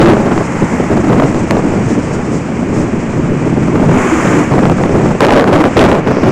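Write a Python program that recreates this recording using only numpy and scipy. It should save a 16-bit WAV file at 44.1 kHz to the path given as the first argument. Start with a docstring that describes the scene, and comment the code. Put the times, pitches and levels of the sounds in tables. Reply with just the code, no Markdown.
"""Wind buffets a phone microphone held at the open window of a bus on a coastal highway.
Gusts thump, flutter and slap right on the port and overload the input into a harsh crackle.
Underneath are tyre roar, engine hum and slipstream hiss; the guardrail and roadside objects throw
the tyre noise back. About four seconds in, an oncoming tanker truck sweeps past at close range
with a rush of air and a brief, sinking drone."""
import sys
import numpy as np
from scipy import signal
from scipy.fft import rfft, irfft, next_fast_len
from scipy.io import wavfile
from scipy.ndimage import uniform_filter1d

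SR = 44100
rng = np.random.default_rng(int(sys.argv[2]) if len(sys.argv) > 2 else 0)


def pcm_store(signal):
    """Save signal as 16-bit PCM."""
    levels = np.round(np.clip(np.atleast_2d(signal), -1, 1) * 32767)
    wavfile.write(sys.argv[1], SR, levels.astype(np.int16).T)


N = 278401

# spectrum of the hiss along the window frame, also heard in the swishes: f/Hz, relative level/dB
HISS_SPECTRUM = [(2000, -22), (3200, -6), (4100, -4.5), (5200, 2.5), (6300, 4.5), (7100, 6), (8000, 4),
                 (9200, -8.5), (11000, -21), (13000, -42), (16000, -39)]
# tight vortices on the microphone port: t/s, relative level/dB, starting swing rate f/Hz
VORTICES = [(.076, 5.5, 1310), (.168, 6, 630), (.376, 7, 1060), (.799, 5, 496), (1.128, 1, 545),
            (1.199, 3, 840), (1.222, 8, 806), (1.346, 0.5, 506), (1.509, 9, 1770), (1.569, 6.5, 940),
            (1.738, -0.5, 536), (1.952, -7, 500), (4.538, 4, 1100), (4.581, 10, 1200), (4.635, -1, 1030),
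            (4.654, 10, 950), (4.698, 5, 780), (4.837, 1, 800), (4.894, 4.5, 547), (5.107, 0, 563),
            (5.151, 2.5, 527), (5.206, 18, 1190), (5.249, 12, 1380), (5.291, 11, 980), (5.307, 6, 1380),
            (5.323, 11, 1210), (5.396, 12, 1340), (5.442, 6, 1740), (5.476, 4.5, 1460), (5.606, 1, 1110),
            (5.640, 9.5, 1410), (5.768, 15, 1100), (5.793, 5, 1500), (5.916, 4, 1470), (6.169, 7.5, 720),
            (6.233, 1, 643)]


def from_db(db):
    """Decibels to gain."""
    return 10 ** (np.asarray(db) / 20)


def in_time(rows):
    """Each column after t/s, joined by straight lines at every sample."""
    times, *columns = np.transpose(rows)
    return [np.interp(np.arange(N) / SR, times, column) for column in columns]


def shaped_noise(gain_at):
    """White noise weighted by a gain that depends on frequency; rms 1."""
    size = next_fast_len(N, True)
    hz = np.maximum(np.arange(size // 2 + 1) * SR / size, 1)
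    noise = irfft(rfft(rng.standard_normal(size)) * gain_at(hz), size)[:N]
    return noise / np.sqrt(np.mean(noise ** 2) + 1e-20)


def coloured(spectrum):
    """Noise shaped by rows of f/Hz, relative level/dB; rms 1."""
    points_hz, level_db = np.transpose(spectrum)
    return shaped_noise(lambda hz: from_db(np.interp(np.log(hz), np.log(points_hz), level_db)))


def drift(rate):
    """A smooth random curve that changes about rate times a second; rms 1."""
    return shaped_noise(lambda hz: 1 / (1 + (hz / rate) ** 2) ** 2)


def evened(x, size=2000):
    """Keep the fast lumps of a noise but hold its slow level at 1."""
    return x / np.sqrt(uniform_filter1d(uniform_filter1d(x * x, size), size) + 1e-9)


def rough_tone(hz, width_hz):
    """A narrow band of noise around a pitch that may glide; rms about 1."""
    phase = 2 * np.pi * np.cumsum(hz * np.ones(N)) / SR
    return evened(drift(width_hz) * np.cos(phase) + drift(width_hz) * np.sin(phase))


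def air_push(start, length, attack_s=0.014, release_s=0.022):
    """Envelope of a push of air: it rises quickly, holds and dies away."""
    age = np.arange(N) / SR - start
    return np.clip(age / attack_s, 0, 1) * np.exp(-np.maximum(age - length, 0) / release_s)


def swells(rows):
    """Gain of things that come and go smoothly, from rows of t/s, level/dB, half length/s."""
    t = np.arange(N) / SR
    return sum(from_db(level_db) / (1 + ((t - peak) / half) ** 4) for peak, level_db, half in rows)


def gusting(lull_large_db=-18.5, lull_small_db=-27):
    """Strength of the large and of the small eddies: gusts add their power to the steady buffeting."""
    # gusts on the port: start t/s, length/s, large-eddy level/dB, small-eddy level/dB
    gusts = [(-0.02, .15, -2.5, -5), (0.147, 0.26, -13.5, -14.5), (0.555, 0.092, -16, -33),
             (.605, 0.021, -5.5, -19), (.72, 0.03, -14, -23), (0.792, 0.016, -8.5, -11.5),
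             (0.885, 0.15, -10.5, -15), (1.062, 0.19, -6.5, -11.5), (1.279, 0.15, -14, -21),
             (1.49, 0.088, -10.5, -13), (1.611, 0.21, -13, -21), (1.851, .14, -11.5, -24),
             (2.06, 0.14, -19, -24.5), (2.273, 0.1, -15.5, -31), (2.47, 0.032, -22, -29),
             (2.584, .17, -15, -26.5), (2.752, 0.11, -12, -22), (2.926, 0.044, -13, -34),
             (3.149, 0.086, -11.5, -29), (3.275, 0.068, -12, -34), (3.425, 0.33, -14, -23),
             (3.74, 0.25, -9.5, -14.5), (4.219, 0.19, -11.5, -19), (4.499, 0.22, -9, -12.5),
             (4.77, 0.089, -11, -15.5), (4.9, .21, -9.5, -13.5), (5.197, 0.22, -12.5, -4),
             (5.447, 0.15, -11, -9), (5.505, 0.16, -11, -7.5), (5.756, 0.097, -5, -1),
             (5.855, 0.12, -14, -8.5), (6.058, .06, -9.5, -11), (6.16, 0.019, -13, -11.5),
             (6.214, 0.077, -7.5, -11)]
    large_power, small_power = from_db(lull_large_db) ** 2, from_db(lull_small_db) ** 2
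    for start, length, large_db, small_db in gusts:
        push = air_push(start, length)
        large_power += (push * from_db(large_db)) ** 2
        small_power += (push * from_db(small_db)) ** 2
    return np.sqrt(large_power), np.sqrt(small_power)


def wind(large_gain_db=0.5, small_gain_db=-0.1, large_lump_db=2.5, small_lump_db=5.0, lumps_per_s=50):
    """Right on the microphone, large eddies thump and small ones flutter in the same short packets."""
    # spectra of the large and of the small eddies: f/Hz, relative level/dB
    large_eddies = [(15, -6), (30, -54), (48, -29), (80, -7.5), (130, -1.5), (200, -0.5), (310, -2.5),
                    (430, -9.5), (700, -28.5), (1500, -86), (4000, -67.5)]
    small_eddies = [(120, -19), (260, 0.5), (400, 4.5), (580, 3.5), (900, -5), (1400, -12.5), (2300, -21),
                    (3500, -34), (7000, -34.5), (16000, -56.5)]
    large_push, small_push = gusting()
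    packets = drift(lumps_per_s)
    thump = evened(coloured(large_eddies) * from_db(large_lump_db * packets))
    flutter = evened(coloured(small_eddies) * from_db(small_lump_db * packets))
    flutter += crackle(20 * np.log10(small_push))
    buffet = thump * large_push * from_db(large_gain_db) + flutter * small_push * from_db(small_gain_db)
    return stalls() * buffet


def eddy_front(rise_ms, length_ms=0.55, size=440):
    """An eddy core crosses the port: pressure builds, flips steeply and relaxes."""
    age_ms = np.arange(-size, size + 1) * 1000 / SR
    return np.tanh(age_ms / rise_ms) * np.exp(-np.abs(age_ms) / length_ms)


def crackle(gust_db, height_db=3.0, spread_db=3.0, fronts_per_s=280):
    """Fronts scattered thickly among the small eddies; they steepen and tear in the hardest gusts."""
    heights = from_db(height_db + spread_db * rng.standard_normal(N)) * np.sign(rng.standard_normal(N))
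    arrivals = heights * (rng.random(N) < fronts_per_s / SR)
    steep_share = np.interp(gust_db, [-15, -3], [0, 1])
    gentle = signal.fftconvolve(arrivals * (1 - steep_share), eddy_front(rise_ms=.22), "same")
    steep = signal.fftconvolve(arrivals * steep_share, eddy_front(rise_ms=.08), "same")
    return gentle + steep


def window_boom(width_hz=18):
    """The air in the opening around the microphone resonates as long as a push of air drives it."""
    # pushes on the opening: start t/s, length/s, level/dB, resonance f/Hz
    booms = [(-0.02, 0.135, -4, 335), (4.11, 0.063, -10.5, 317), (4.3, 0.11, -11, 304.6)]
    return sum(rough_tone(hz, width_hz) * from_db(level_db) * air_push(start, length)
               for start, length, level_db, hz in booms)


def bus_ride(flicker_db=1.5, flickers_per_s=33):
    """The bus from its own window: tyres roar, the engine hums, air hisses unevenly along the frame."""
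    # course of the ride: t/s, tyre level/dB, slipstream level/dB
    ride_levels = [(0, -20.5, -36), (.7, -21, -36.5), (1.1, -22, -39), (1.85, -20.5, -37),
                   (2.5, -23, -40.5), (3.6, -21, -40), (4.15, -20.5, -37), (5.1, -20.5, -37),
                   (5.55, -26, -47), (5.8, -16, -32.5), (6.03, -20.5, -49), (6.31, -18, -44)]
    # spectrum of the tyres on the road: f/Hz, relative level/dB
    tyre_spectrum = [(25, -25), (70, 19), (120, 1.5), (220, 19), (400, 9), (700, 6), (1000, 6.5),
                     (1600, 1.5), (2400, 0), (3100, -10), (4000, -23.5), (7000, -20), (16000, -80)]
    # engine hum under the wind: f/Hz, width/Hz, level/dB
    engine_bands = [(75.5, 7.2, -34.5), (166.3, 5.7, -29), (212.6, 54, -29.5)]
    tyre_db, hiss_db = in_time(ride_levels)
    tyres = coloured(tyre_spectrum) * from_db(tyre_db)
    hiss = coloured(HISS_SPECTRUM) * from_db(hiss_db + flicker_db * drift(flickers_per_s))
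    engine = sum(from_db(level_db) * rough_tone(hz, width) for hz, width, level_db in engine_bands)
    return tyres + hiss + engine


def roadside(swish_roar_db=2.5):
    """Tyre noise comes back steadily from the near guardrail and in swishes from single objects."""
    # reflection off the guardrail: t/s, level/dB
    rail_levels = [(0, -35), (.3, -28.5), (.75, -22.5), (1.0, -30.5), (1.4, -35), (2.2, -55), (2.6, -80)]
    # spectrum of the reflected roar: f/Hz, relative level/dB
    echo_spectrum = [(300, -6), (900, 10.5), (1400, 1), (2100, 4), (3000, -24), (4000, -34), (7000, -10),
                     (9500, -28), (11100, -27), (12500, -35), (16000, -49)]
    # objects passing the window: t/s, level/dB, half length/s
    swishes = [(1.284, -36, .03), (1.40, -37, .017), (1.922, -35, 0.038), (2.14, -34, 0.018),
               (2.354, -35.5, 0.039), (2.784, -35, 0.057)]
    rail_db, = in_time(rail_levels)
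    nearness = swells(swishes)
    roar = coloured(echo_spectrum) * (from_db(rail_db) + from_db(swish_roar_db) * nearness)
    return roar + coloured(HISS_SPECTRUM) * nearness


def stalls(depth=0.27, size=620):
    """The flow over the port hesitates for an instant before each slap."""
    flow = np.ones(N)
    for slap_s, _, _ in VORTICES:
        end = round(slap_s * SR)
        flow[end - size:end] *= 1 - depth * signal.windows.tukey(size)
    return flow


def slaps(gain_db=-4.0, decay_cycles=2.55, wobble=0.4, size=1300):
    """Tight vortices hit the port: each gives a few uneven pressure swings that slow as they die."""
    pressure, age = np.zeros(N), np.arange(size) / SR
    unevenness = np.exp(wobble * drift(940))
    for start, level_db, hz in VORTICES:
        span = slice(round(start * SR), round(start * SR) + size)
        fade = np.exp(-age * hz / decay_cycles)
        phase = 2 * np.pi * np.cumsum(hz * unevenness[span] * (1 + fade) / 2) / SR
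        polarity = np.sign(rng.standard_normal())
        pressure[span] += from_db(level_db + gain_db) * fade * np.sin(phase) * polarity
    return pressure


def tick(start_s=1.5093, level_db=-10.0, hz=4200, width_hz=500, decay_s=0.00065):
    """One dry snap as a hard slap of wind overloads the microphone."""
    age = np.arange(N) / SR - start_s
    return from_db(level_db) * rough_tone(hz, width_hz) * (age >= 0) * np.exp(-np.abs(age) / decay_s)


def truck(cab_passes_s=3.94, tail_passes_s=4.45, closing_m_per_s=40, side_distance_m=1.6):
    """A tanker passes close by: a low shove of air, a rush, and a drone that sinks as the cab goes by."""
    # spectrum of the truck's rush: f/Hz, relative level/dB
    rush_spectrum = [(50, -21), (200, -43), (330, 15.5), (520, 2), (800, 2), (1150, 4), (1600, -1.5),
                     (2300, -3.5), (3100, -17), (4000, -30), (5500, -21.5), (7000, -12), (9000, -26.5),
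                     (12000, -38), (16000, -42)]
    # deep buffeting ahead of the truck and in its wake: t/s, level/dB, half length/s
    bow_and_wake = [(3.56, -15.5, 0.26), (3.89, -9.5, 0.032), (4.64, -13, 0.13), (5.02, -17.5, 0.045)]
    rush_db, rush_falloff = -12.5, .8
    drone_db, drone_hz, doppler_shift, drone_distance_m = -14, 251.7, .04, 3.5
    t = np.arange(N) / SR
    cab_m, tail_m = closing_m_per_s * (t - cab_passes_s), closing_m_per_s * (t - tail_passes_s)
    # the rush grows with the share of the microphone's view that the truck fills
    view = np.abs(np.arctan(cab_m / side_distance_m) - np.arctan(tail_m / side_distance_m)) / np.pi
    rush = coloured(rush_spectrum) * from_db(rush_db) * view ** rush_falloff
    range_m = np.hypot(cab_m, drone_distance_m)
    heard_hz = drone_hz * (1 - doppler_shift * cab_m / range_m)
    drone = rough_tone(heard_hz, width_hz=5) * from_db(drone_db) * drone_distance_m / range_m
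    shove = rough_tone(hz=155, width_hz=55) * swells(bow_and_wake)
    return rush + drone + shove


def edge_hiss(start_s=6.02, rise_s=0.092, level_db=-38.5, hz=5300, width_hz=1500):
    """A band of hiss from air shed off the window edge beside the microphone."""
    fade_in = np.clip((np.arange(N) / SR - start_s) / rise_s, 0, 1)
    return rough_tone(hz, width_hz) * from_db(level_db) * fade_in


def scene():
    """Everything meets at one microphone: air on the port, then the window, the bus and the highway."""
    on_port = wind() + slaps() + tick()
    at_window = window_boom() + edge_hiss()
    return (on_port + at_window + bus_ride() + roadside() + truck())[None, :]


def record(dry, overload=.71, hardness=18, soften_hz=11000, cutoff_hz=15850):
    """The phone's input flattens strong gusts into near square waves, rounds them and cuts the top."""
    clipped = dry / (1 + np.abs(dry / overload) ** hardness) ** (1 / hardness)
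    pole = np.exp(-2 * np.pi * soften_hz / SR)
    rounded = signal.lfilter([1 - pole], [1, -pole], clipped)
    return signal.fftconvolve(rounded, signal.firwin(401, cutoff_hz, fs=SR)[None, :], "same")


dry = scene()
out = record(dry)
pcm_store(out)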